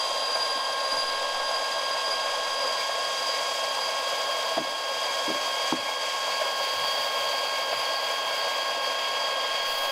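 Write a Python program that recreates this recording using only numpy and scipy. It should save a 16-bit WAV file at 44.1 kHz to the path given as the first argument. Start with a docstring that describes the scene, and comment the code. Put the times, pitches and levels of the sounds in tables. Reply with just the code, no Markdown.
"""A band saw whines and squeals from the start as it cuts a threaded steel rod outdoors, close to a microphone.
Steady whines sound on multiples of the shaft speed over noise of air and rattle shaped by the housing. The
looping blade drags unevenly and makes the speed flutter; its rubbing squeals on two wavering modes. The teeth
rasp and sizzle: noise and tiny impacts through resonances that shift as the slot deepens. Clacks, dull damped
bumps, low rumble and wind join in; loud peaks duck the gain."""
import sys
import numpy as np
from scipy import signal
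from scipy.fft import rfft, irfft, next_fast_len
from scipy.io import wavfile
from scipy.ndimage import uniform_filter1d

SR = 44100
rng = np.random.default_rng(int(sys.argv[2]) if len(sys.argv) > 2 else 0)


def wav_out(sig):
    """Save sig, one row per channel (or a flat mono array), as 16-bit PCM at SR to the path in sys.argv[1]."""
    wavfile.write(sys.argv[1], SR, np.round(np.clip(np.atleast_2d(sig).T, -1, 1) * 32767).astype(np.int16))


N = 437031
T = np.arange(N) / SR
DEPTH = T / T[-1]  # how far the cut has gone, 0-1

# shaft turns per loop of the blade, turn of its drive wheel, turn of the reduction gear
TURNS_PER_LOOP, TURNS_PER_WHEEL, TURNS_PER_GEAR = 153.58, 67.35, 6.68

# resonances of the wheel covers: centre_hz, width_hz, lift_db
COVER_MODES = [(616, 24, -9), (650, 79, 5.5), (1018, 50, 4)]


def amp(db):
    """Decibels to gain."""
    return np.exp(np.asarray(db) * np.log(10) / 20)


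def unit(x):
    """Scales to rms 1."""
    return x / np.sqrt(np.mean(x ** 2) + 1e-20)


def noise():
    """White noise over the whole scene."""
    return rng.standard_normal(N)


def curves(table):
    """Every column of a timed table, interpolated sample by sample."""
    s, *columns = np.transpose(table)
    return [np.interp(T, s, column) for column in columns]


def colour(x, spectrum, resonances=()):
    """Filters x by a broad spectrum with narrow resonances on top; rms 1."""
    size = next_fast_len(N)
    hz = np.fft.rfftfreq(size, 1 / SR)
    spectrum_hz, spectrum_db = np.transpose(spectrum)
    shape_db = np.interp(np.log(hz + 1), np.log(spectrum_hz), spectrum_db)
    for centre_hz, width_hz, lift_db in resonances:
        shape_db = shape_db + lift_db / (1 + (2 * (hz - centre_hz) / width_hz) ** 2)
    return unit(irfft(rfft(x, size) * amp(shape_db), size)[:N])


def high_pass(x, hz):
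    """Takes the bass away below hz."""
    return signal.sosfilt(signal.butter(2, hz, "high", fs=SR, output="sos"), x)


def wander(hz):
    """Random motion of rms 1, mostly slower than hz."""
    step = 20  # samples
    coarse_t = T[::step]
    pole = np.exp(-2 * np.pi * hz * step / SR)
    steps = signal.lfilter([1], [1, -pole], rng.standard_normal(len(coarse_t)))
    return unit(np.interp(T, coarse_t, uniform_filter1d(steps, size=5)))


def lifts(events, step=50):
    """Brief swells of level in dB, from rows of time, half length and height."""
    t = T[::step]
    lift_db = sum(db * np.exp(-((t - s) / half_s) ** 2) for s, half_s, db in events)
    return np.interp(T, t, lift_db)


def add(mix, s, sound):
    """Mixes a sound in at time s."""
    part = mix[max(round(s * SR), 0):][:len(sound)]
    part += sound[:len(part)]


def passing(loops, place, width):
    """Swells to 1 each time a place on the blade comes round."""
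    offset = (loops - place + .5) % 1 - .5
    return np.exp(-(offset / width) ** 2)


def chatter(per_s, spread_db):
    """A dense train of tiny impacts of random size; rms 1."""
    hits = rng.random(N) < per_s / SR
    size_db = spread_db * np.minimum(rng.exponential(1, N), 4)
    return unit(hits * noise() * amp(size_db))


def whine(turns, order, shimmer_db, slop_rad):
    """One multiple of a rotation or vibration, shaken in level and in phase; rms 1."""
    phase = 2 * np.pi * order * turns + slop_rad * wander(24)
    return unit(amp(shimmer_db * wander(72)) * np.sin(phase))


def blade_drag(loops, chance=0.304, step=50):
    """Tight stretches bind in the slot once a loop: drag that repeats, never quite alike; rms 1."""
    # place (share of the loop), relative drag
    tight_spots = [(0.013, 0.45), (0.135, 0.4), (0.272, 0.44), (0.382, .6), (0.503, 0.64), (0.605, 0.94),
                   (0.726, 0.93), (0.782, 0.6), (0.904, 0.72)]
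    tight_width = 0.035  # share of the loop
    pattern = sum(drag * passing(loops[::step], place, tight_width) for place, drag in tight_spots)
    repeating = unit(np.interp(T, T[::step], pattern - pattern.mean()))
    return unit(repeating + chance * wander(12.1))


def drive(flutter=0.00304, gear_flutter=0.0038):
    """Shaft turns, slowed by the blade's drag and rocked by the reduction gear; also drag and gear swing."""
    # trend of the shaft speed under the feed: start_s, shaft_hz
    speed_trend = [(0.0, 268.0), (0.35, 268.1), (0.7, 269.0), (1.0, 269.1), (1.3, 270.3), (2.1, 270.6),
                   (3.0, 271.3), (5.0, 271.5), (6.9, 271.7), (7.3, 270.8), (7.75, 270.4), (8.1, 271.3),
                   (9.91, 271.5)]
    trend_hz, = curves(speed_trend)
    steady_turns = np.cumsum(trend_hz) / SR
    drag = blade_drag(steady_turns / TURNS_PER_LOOP)
    gear = np.sin(2 * np.pi * steady_turns / TURNS_PER_GEAR)
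    shaft_hz = trend_hz * (1 - flutter * drag + gear_flutter * gear)
    return np.cumsum(shaft_hz) / SR, drag, gear


def rumble():
    """Brief, faint swells of low noise over a light wind on the microphone."""
    # low swells: centre_s, level_db, half_length_s
    swell_rows = [(0.1, -67, .1), (0.973, -59, .05), (1.381, -75, .06), (2.147, -64, .08),
                  (3.87, -60, 0.066), (4.63, -60, 0.037), (5.785, -56, .05), (6.817, -53, 0.065),
                  (6.998, -59, .04), (7.22, -63, 0.062), (7.77, -59, .06)]
    # wind: start_s, level_db
    wind_curve = [(0, -66), (0.85, -63), (1.0, -55), (1.35, -47), (1.8, -68), (2.6, -58), (3, -78),
                  (6, -68), (9.2, -78), (9.6, -55), (9.91, -58)]
    swell = sum(amp(db) * np.exp(-((T - s) / half_s) ** 2) for s, db, half_s in swell_rows)
    wind_db, = curves(wind_curve)
    wind = amp(wind_db) * colour(noise(), [(10, 0), (25, -16), (50, -35), (200, -57)])
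    return wind + swell * colour(noise(), [(35, -14), (90, 2), (140, 0), (280, -10), (700, -50)])


def outdoors(x, echo_db=-13, t60_s=0.49):
    """Faint scattered reflections from the ground and nearby things."""
    t = np.arange(SR // 4) / SR
    taps = rng.standard_normal(len(t)) * (t > .008) * amp(-60 * t / t60_s)
    return x + amp(echo_db) * signal.oaconvolve(x, taps / np.linalg.norm(taps))[:N]


def bumps(knock_hz=900, knock_s=0.00074, knock_db=4, rise_s=0.0033, low_cut_hz=170):
    """Each bump rings a few low, damped modes; a hard one starts with a short woody knock."""
    # start_s, level_db, hardness (0-1)
    bump_rows = [(0.556, -40, .1), (0.924, -39, .1), (0.965, -43, 0), (4.571, -25.5, .8), (4.581, -34, 1),
                 (4.589, -25, .3), (4.603, -21.5, 0.4), (5.279, -25.5, 0.17), (5.289, -28, 0.3),
                 (5.299, -29, 0.2), (5.304, -26, 0), (5.349, -33, .1), (5.7248, -15, 1), (8.765, -41, 0.09)]
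    # damped modes: pitch_hz, relative level_db, t60_s
    bump_modes = [(171, -14, 0.081), (265, -11, 0.11), (314, 1, 0.049), (396, -5.5, 0.047),
                  (472, -8, 0.039)]
    t, out = np.arange(SR // 5) / SR, np.zeros(N)
    body = sum(amp(db - 60 * t / t60_s) * np.sin(2 * np.pi * hz * t) for hz, db, t60_s in bump_modes)
    body = high_pass(body * (1 - np.exp(-t / rise_s)), low_cut_hz)
    body = body / abs(body).max()
    knock_shape = t / knock_s * np.exp(1 - t / knock_s)
    knock = amp(knock_db) * knock_shape * np.sin(2 * np.pi * knock_hz * t)
    for s, db, hardness in bump_rows:
        add(out, s, amp(db) * (body + hardness * knock))
    return out


def clacks(ring_s=0.012, rise_s=0.0009, low_cut_hz=400, trim_db=-5.0):
    """Short, sharp clacks from the housing: bursts of noise with little bass."""
    # start_s, level_db before the trim
    clack_rows = [(0.356, -17.5), (1.633, -34), (2.109, -26), (2.892, -22), (4.578, -17), (6.03, -20),
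                  (6.413, -19), (7.727, -17), (9.253, -25)]
    # clack of the housing: frequency_hz, relative density_db_per_hz
    clack_spectrum = [(250, -27), (480, -7), (680, 3.5), (950, -16), (1500, -11), (3000, -21), (8000, -50)]
    t, envelope = np.arange(SR // 10) / SR, np.zeros(N)
    for s, db in clack_rows:
        add(envelope, s, amp(db + trim_db) * (np.exp(-t / ring_s) - np.exp(-t / rise_s)))
    return high_pass(envelope * colour(noise(), clack_spectrum, COVER_MODES), low_cut_hz)


def housing(turns, level_db=-33.0, rattle=0.55, uneven_db=0.83):
    """Fan air and the rattle of wheels and rollers sound through the covers, louder as the weld passes."""
    # fan air and wheel noise: frequency_hz, relative density_db_per_hz
    housing_spectrum = [(45, -49), (90, -36.5), (145, -27.5), (200, -27.5), (320, -20.5), (390, -19),
                        (500, -3), (570, 2), (745, -6), (850, -2), (1080, -6), (1270, -11.5), (1600, -14),
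                        (2200, -30.5), (8000, -50)]
    push = noise() + rattle * chatter(per_s=900, spread_db=1.5)
    # the weld jolts the guides once a loop; place and width are shares of the loop
    weld_db = 4.5 * passing(turns / TURNS_PER_LOOP, place=0.654, width=0.0093)
    gain = amp(level_db + weld_db + uneven_db * wander(12))
    return gain * colour(push, housing_spectrum, COVER_MODES)


def shaft_lines(turns):
    """Fairly clean lines on multiples of the shaft speed."""
    # steady whines: multiple of the shaft speed, rms level_db
    steady_orders = [(1, -62.5), (5, -65), (7, -55), (8, -55.5), (10, -52), (16, -51), (18, -43),
                     (36, -67.5), (39, -61.5)]
    # strong whines: start_s, then rms levels order_4_db, order_6_db, order_12_db
    strong_whines = [(0.0, -35.5, -53, -39), (0.14, -37, -48, -36.5), (0.36, -35.5, -40, -46.5),
                     (0.66, -34.5, -40.5, -37), (0.85, -34, -39.5, -46.5), (1.3, -35, -38.5, -40),
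                     (2.3, -35.5, -39, -39), (3.7, -36, -41.5, -37.8), (5.6, -36, -40, -36),
                     (6.4, -35.5, -40, -37.5), (6.9, -35.3, -40.5, -34.5), (7.6, -36.5, -39.3, -37),
                     (8.8, -36, -39.7, -36.5), (9.91, -36, -39, -33.5)]
    fourth_db, sixth_db, twelfth_db = curves(strong_whines)
    steady = sum(amp(db) * whine(turns, order, shimmer_db=2.5, slop_rad=0.043 * order)
                 for order, db in steady_orders)
    fourth = amp(fourth_db) * whine(turns, order=4, shimmer_db=1.4, slop_rad=0.17)
    sixth = amp(sixth_db) * whine(turns, order=6, shimmer_db=1.6, slop_rad=0.12)
    twelfth = amp(twelfth_db) * whine(turns, order=12, shimmer_db=1.8, slop_rad=0.1)
    return steady + fourth + sixth + twelfth


def squeal(drag, gear, upper_ratio=2.165, jitter_hz=5, late_jitter_hz=24, sag_hz=9,
           drag_db=1.95, gear_db=3.0, low_trim_db=-1.5):
    """Two modes of the rubbing blade: drag makes them louder and flatter, depth blurs them, gear throbs the low."""
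    # start_s, pitch_hz before sag and jitter, low_db before the trim, high_db
    squeal_curve = [(0.0, 4810, -37, -61), (1.0, 4823, -40.5, -57.5), (1.6, 4856, -38, -60),
                    (3.2, 4853, -39.5, -64), (5.2, 4870, -42.5, -60), (7.0, 4857, -50, -62),
                    (9.91, 4876, -52, -62)]
    # the blade binds and squeals out: centre_s, half_length_s, lift_db of the low mode
    bind_rows = [(0.03, .08, 4), (0.38, 0.27, 7.5), (0.98, 0.23, 7.5), (1.8, 0.16, 2), (1.53, 0.1, 2.5),
                 (2.11, .05, 6), (2.627, 0.16, 4), (3.31, 0.083, 6), (3.83, .05, 4), (5.05, 0.099, 4),
                 (7.81, 0.046, 11), (8.92, .03, 0)]
    trend_hz, low_db, high_db = curves(squeal_curve)
    bind_db = drag_db * drag + lifts(bind_rows)
    jitter = (jitter_hz + late_jitter_hz * DEPTH) * wander(67)
    cycles = np.cumsum(trend_hz - sag_hz * drag + jitter) / SR
    low_gain = amp(low_db + low_trim_db + bind_db + gear_db * gear)
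    low = low_gain * whine(cycles, order=1, shimmer_db=1.4, slop_rad=0.56)
    high_gain = amp(high_db + 0.77 * bind_db)
    high = high_gain * whine(upper_ratio * cycles, order=1, shimmer_db=3.0, slop_rad=0.7)
    return low + high


def teeth(pressure):
    """Countless tooth strikes, too dense to tell apart."""
    return pressure * (chatter(per_s=7000, spread_db=1.0) + 1.19 * noise())


def deepening(pressure, spectrum, early, late):
    """Tooth strikes through resonances that shift as the cut deepens, fastest at first."""
    late_share = np.sqrt(DEPTH)
    shallow = np.sqrt(1 - late_share) * colour(teeth(pressure), spectrum, early)
    deep = np.sqrt(late_share) * colour(teeth(pressure), spectrum, late)
    return shallow + deep


def cutting(turns, drag, ring_drag_db=-0.5, ring_skip=1.685, tooth_db=1.0, ring_trim_db=1.5, sizzle_trim_db=2.5):
    """Teeth, two to a shaft turn, tear chips from the rod, ring rod and blade, and scrape along the slot."""
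    # levels before the trims: start_s, blade_ring_db, fine_chip_sizzle_db
    ring_sizzle_curve = [(0.0, -48, -62), (1.0, -47, -61.5), (2.5, -48, -62), (3.3, -42.5, -58),
                         (4.2, -44, -56), (5.65, -41, -56.5), (5.95, -41.5, -59.5), (6.45, -40.5, -53.5),
                         (7.0, -37, -50), (7.55, -41, -53.5), (8.4, -40, -53.5), (9.0, -41, -57.5),
                         (9.6, -40.5, -57), (9.7, -38.5, -45.5), (9.91, -45, -47)]
    # levels as the slot deepens: start_s, bite_db, scrape_db, rod_chatter_db
    depth_curve = [(0.0, -36, -40.5, -54), (0.6, -37.5, -43, -51), (1.2, -37.5, -43.3, -51),
                   (2.4, -37, -42, -49), (3.3, -37, -40, -47), (4.3, -37, -41.5, -46.5),
                   (5.9, -36, -40, -42.5), (6.8, -36.3, -42, -46), (7.6, -36, -43, -44),
                   (9.91, -35.5, -43.5, -46)]
    # the rod rings out briefly: centre_s, half_length_s, lift_db
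    ring_rows = [(2.81, .03, 7), (4.17, .03, 5), (5.9, .04, 7), (7.58, 0.037, 5)]
    # spectra of teeth biting, chattering rod, free blade span, scraping flanks and fine chips:
    # frequency_hz, relative density_db_per_hz
    bite_spectrum = [(500, -27.5), (1300, -9.5), (1800, -2.5), (2060, -2.5), (2600, -2), (3200, 0.5),
                     (3420, -5.5), (3900, -3.5), (4170, -8), (4500, -7), (5100, -5), (6000, -36),
                     (16000, -54)]
    rod_spectrum = [(1900, -46), (2110, -27), (2180, 6.5), (2260, -2), (2340, 0), (2420, -13), (2700, -31)]
    blade_spectrum = [(3800, -54), (4350, 1.5), (4520, 0), (4640, 6.5), (4770, 4.5), (4950, -2),
                      (5150, -35), (6000, -60)]
    scrape_spectrum = [(3500, -17), (5000, 2), (5420, 5), (5700, 1.5), (6350, 5), (6750, 0), (7050, 0),
                       (7350, -1.5), (7800, 0), (8500, -7), (10000, -12.5), (11000, -10.5), (13000, -19),
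                       (16000, -35)]
    sizzle_spectrum = [(7000, -17), (10500, -2), (12000, -5.5), (14000, -2.5), (16000, -4)]
    # resonances of rod and guides, then of the slot, early and deep: centre_hz, width_hz, lift_db
    rod_early = [(2200, 210, -4), (3300, 270, 7.5), (3515, 73, 7.5), (3660, 110, 7.5), (3944, 250, 10)]
    rod_late = [(2590, 170, 4.5), (2880, 80, 2), (3305, 75, 8), (3460, 100, 1.5), (3720, 80, 5.5),
                (3884, 120, -12), (3965, 60, 9)]
    slot_early = [(8800, 900, 4.5), (9700, 300, 8.5), (11800, 1500, 2), (14200, 1800, -5)]
    slot_late = [(6480, 150, 1), (7130, 150, 2.5), (8710, 900, -1.5), (12500, 900, 2.5), (14000, 600, 1)]

    ring_db, sizzle_db = curves(ring_sizzle_curve)
    bite_db, scrape_db, chatter_db = curves(depth_curve)
    # a run of teeth hardly cuts once the slot is deep; place and width are shares of the loop
    skip_db = -2.5 * DEPTH * passing(turns / TURNS_PER_LOOP, place=0.51, width=0.051)
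    # the thinning rod throbs once per wheel turn, peaking half way round
    throb_db = 2.5 * DEPTH * np.cos(2 * np.pi * (turns / TURNS_PER_WHEEL - 0.5))
    tooth_swing_db = tooth_db * np.sin(2 * np.pi * 2 * turns)
    pressure = amp(0.17 * drag + 0.53 * wander(7.8) + skip_db + tooth_swing_db)

    bite = amp(bite_db + 0.076 * throb_db) * deepening(pressure, bite_spectrum, rod_early, rod_late)
    rod_gain = amp(chatter_db + lifts(ring_rows) + throb_db + skip_db + 1.0 * wander(12))
    rod = rod_gain * colour(teeth(pressure), rod_spectrum)
    ring_motion_db = ring_drag_db * drag + ring_skip * skip_db + 1.7 * wander(9.4)
    ring_gain = amp(ring_db + ring_trim_db + ring_motion_db)
    blade = ring_gain * colour(noise(), blade_spectrum, [(4590, 44, 4.3), (4580, 70, 1.5)])
    scrape_gain = amp(scrape_db + 0.84 * wander(25))
    scrape = scrape_gain * deepening(pressure, scrape_spectrum, slot_early, slot_late)
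    sizzle_gain = amp(sizzle_db + sizzle_trim_db + 0.8 * wander(25))
    sizzle = sizzle_gain * deepening(pressure, sizzle_spectrum, slot_early, slot_late)
    return bite + rod + blade + scrape + sizzle


def scene():
    """Saw and bumps in open air, the same in both channels."""
    turns, drag, gear = drive()
    background = rumble() + outdoors(bumps())
    saw = clacks() + housing(turns) + shaft_lines(turns) + squeal(drag, gear) + cutting(turns, drag)
    mix = background + saw
    return np.array([mix, mix])


def record(dry, threshold_db=-22, most_db=3.0, recover_db_per_s=5, attack_s=0.005, edge_hz=15700):
    """Gain control ducks after a peak and recovers slowly; then the band limit."""
    power = uniform_filter1d(dry[0] ** 2, size=300)
    power_db = 10 * np.log10(abs(power) + 1e-12)
    over_db = np.clip(power_db - threshold_db, 0, most_db)
    # running maximum against a falling line: peak hold with linear recovery
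    fall_db = T * recover_db_per_s
    held_db = np.maximum.accumulate(over_db + fall_db) - fall_db
    pole = np.exp(-1 / (attack_s * SR))
    ducked = dry / amp(signal.lfilter([1 - pole], [1, -pole], held_db))
    band_limit = signal.firwin(511, edge_hz, window=("kaiser", 9), fs=SR)
    return signal.oaconvolve(ducked, band_limit[None], "same")


dry = scene()
out = record(dry)
wav_out(out)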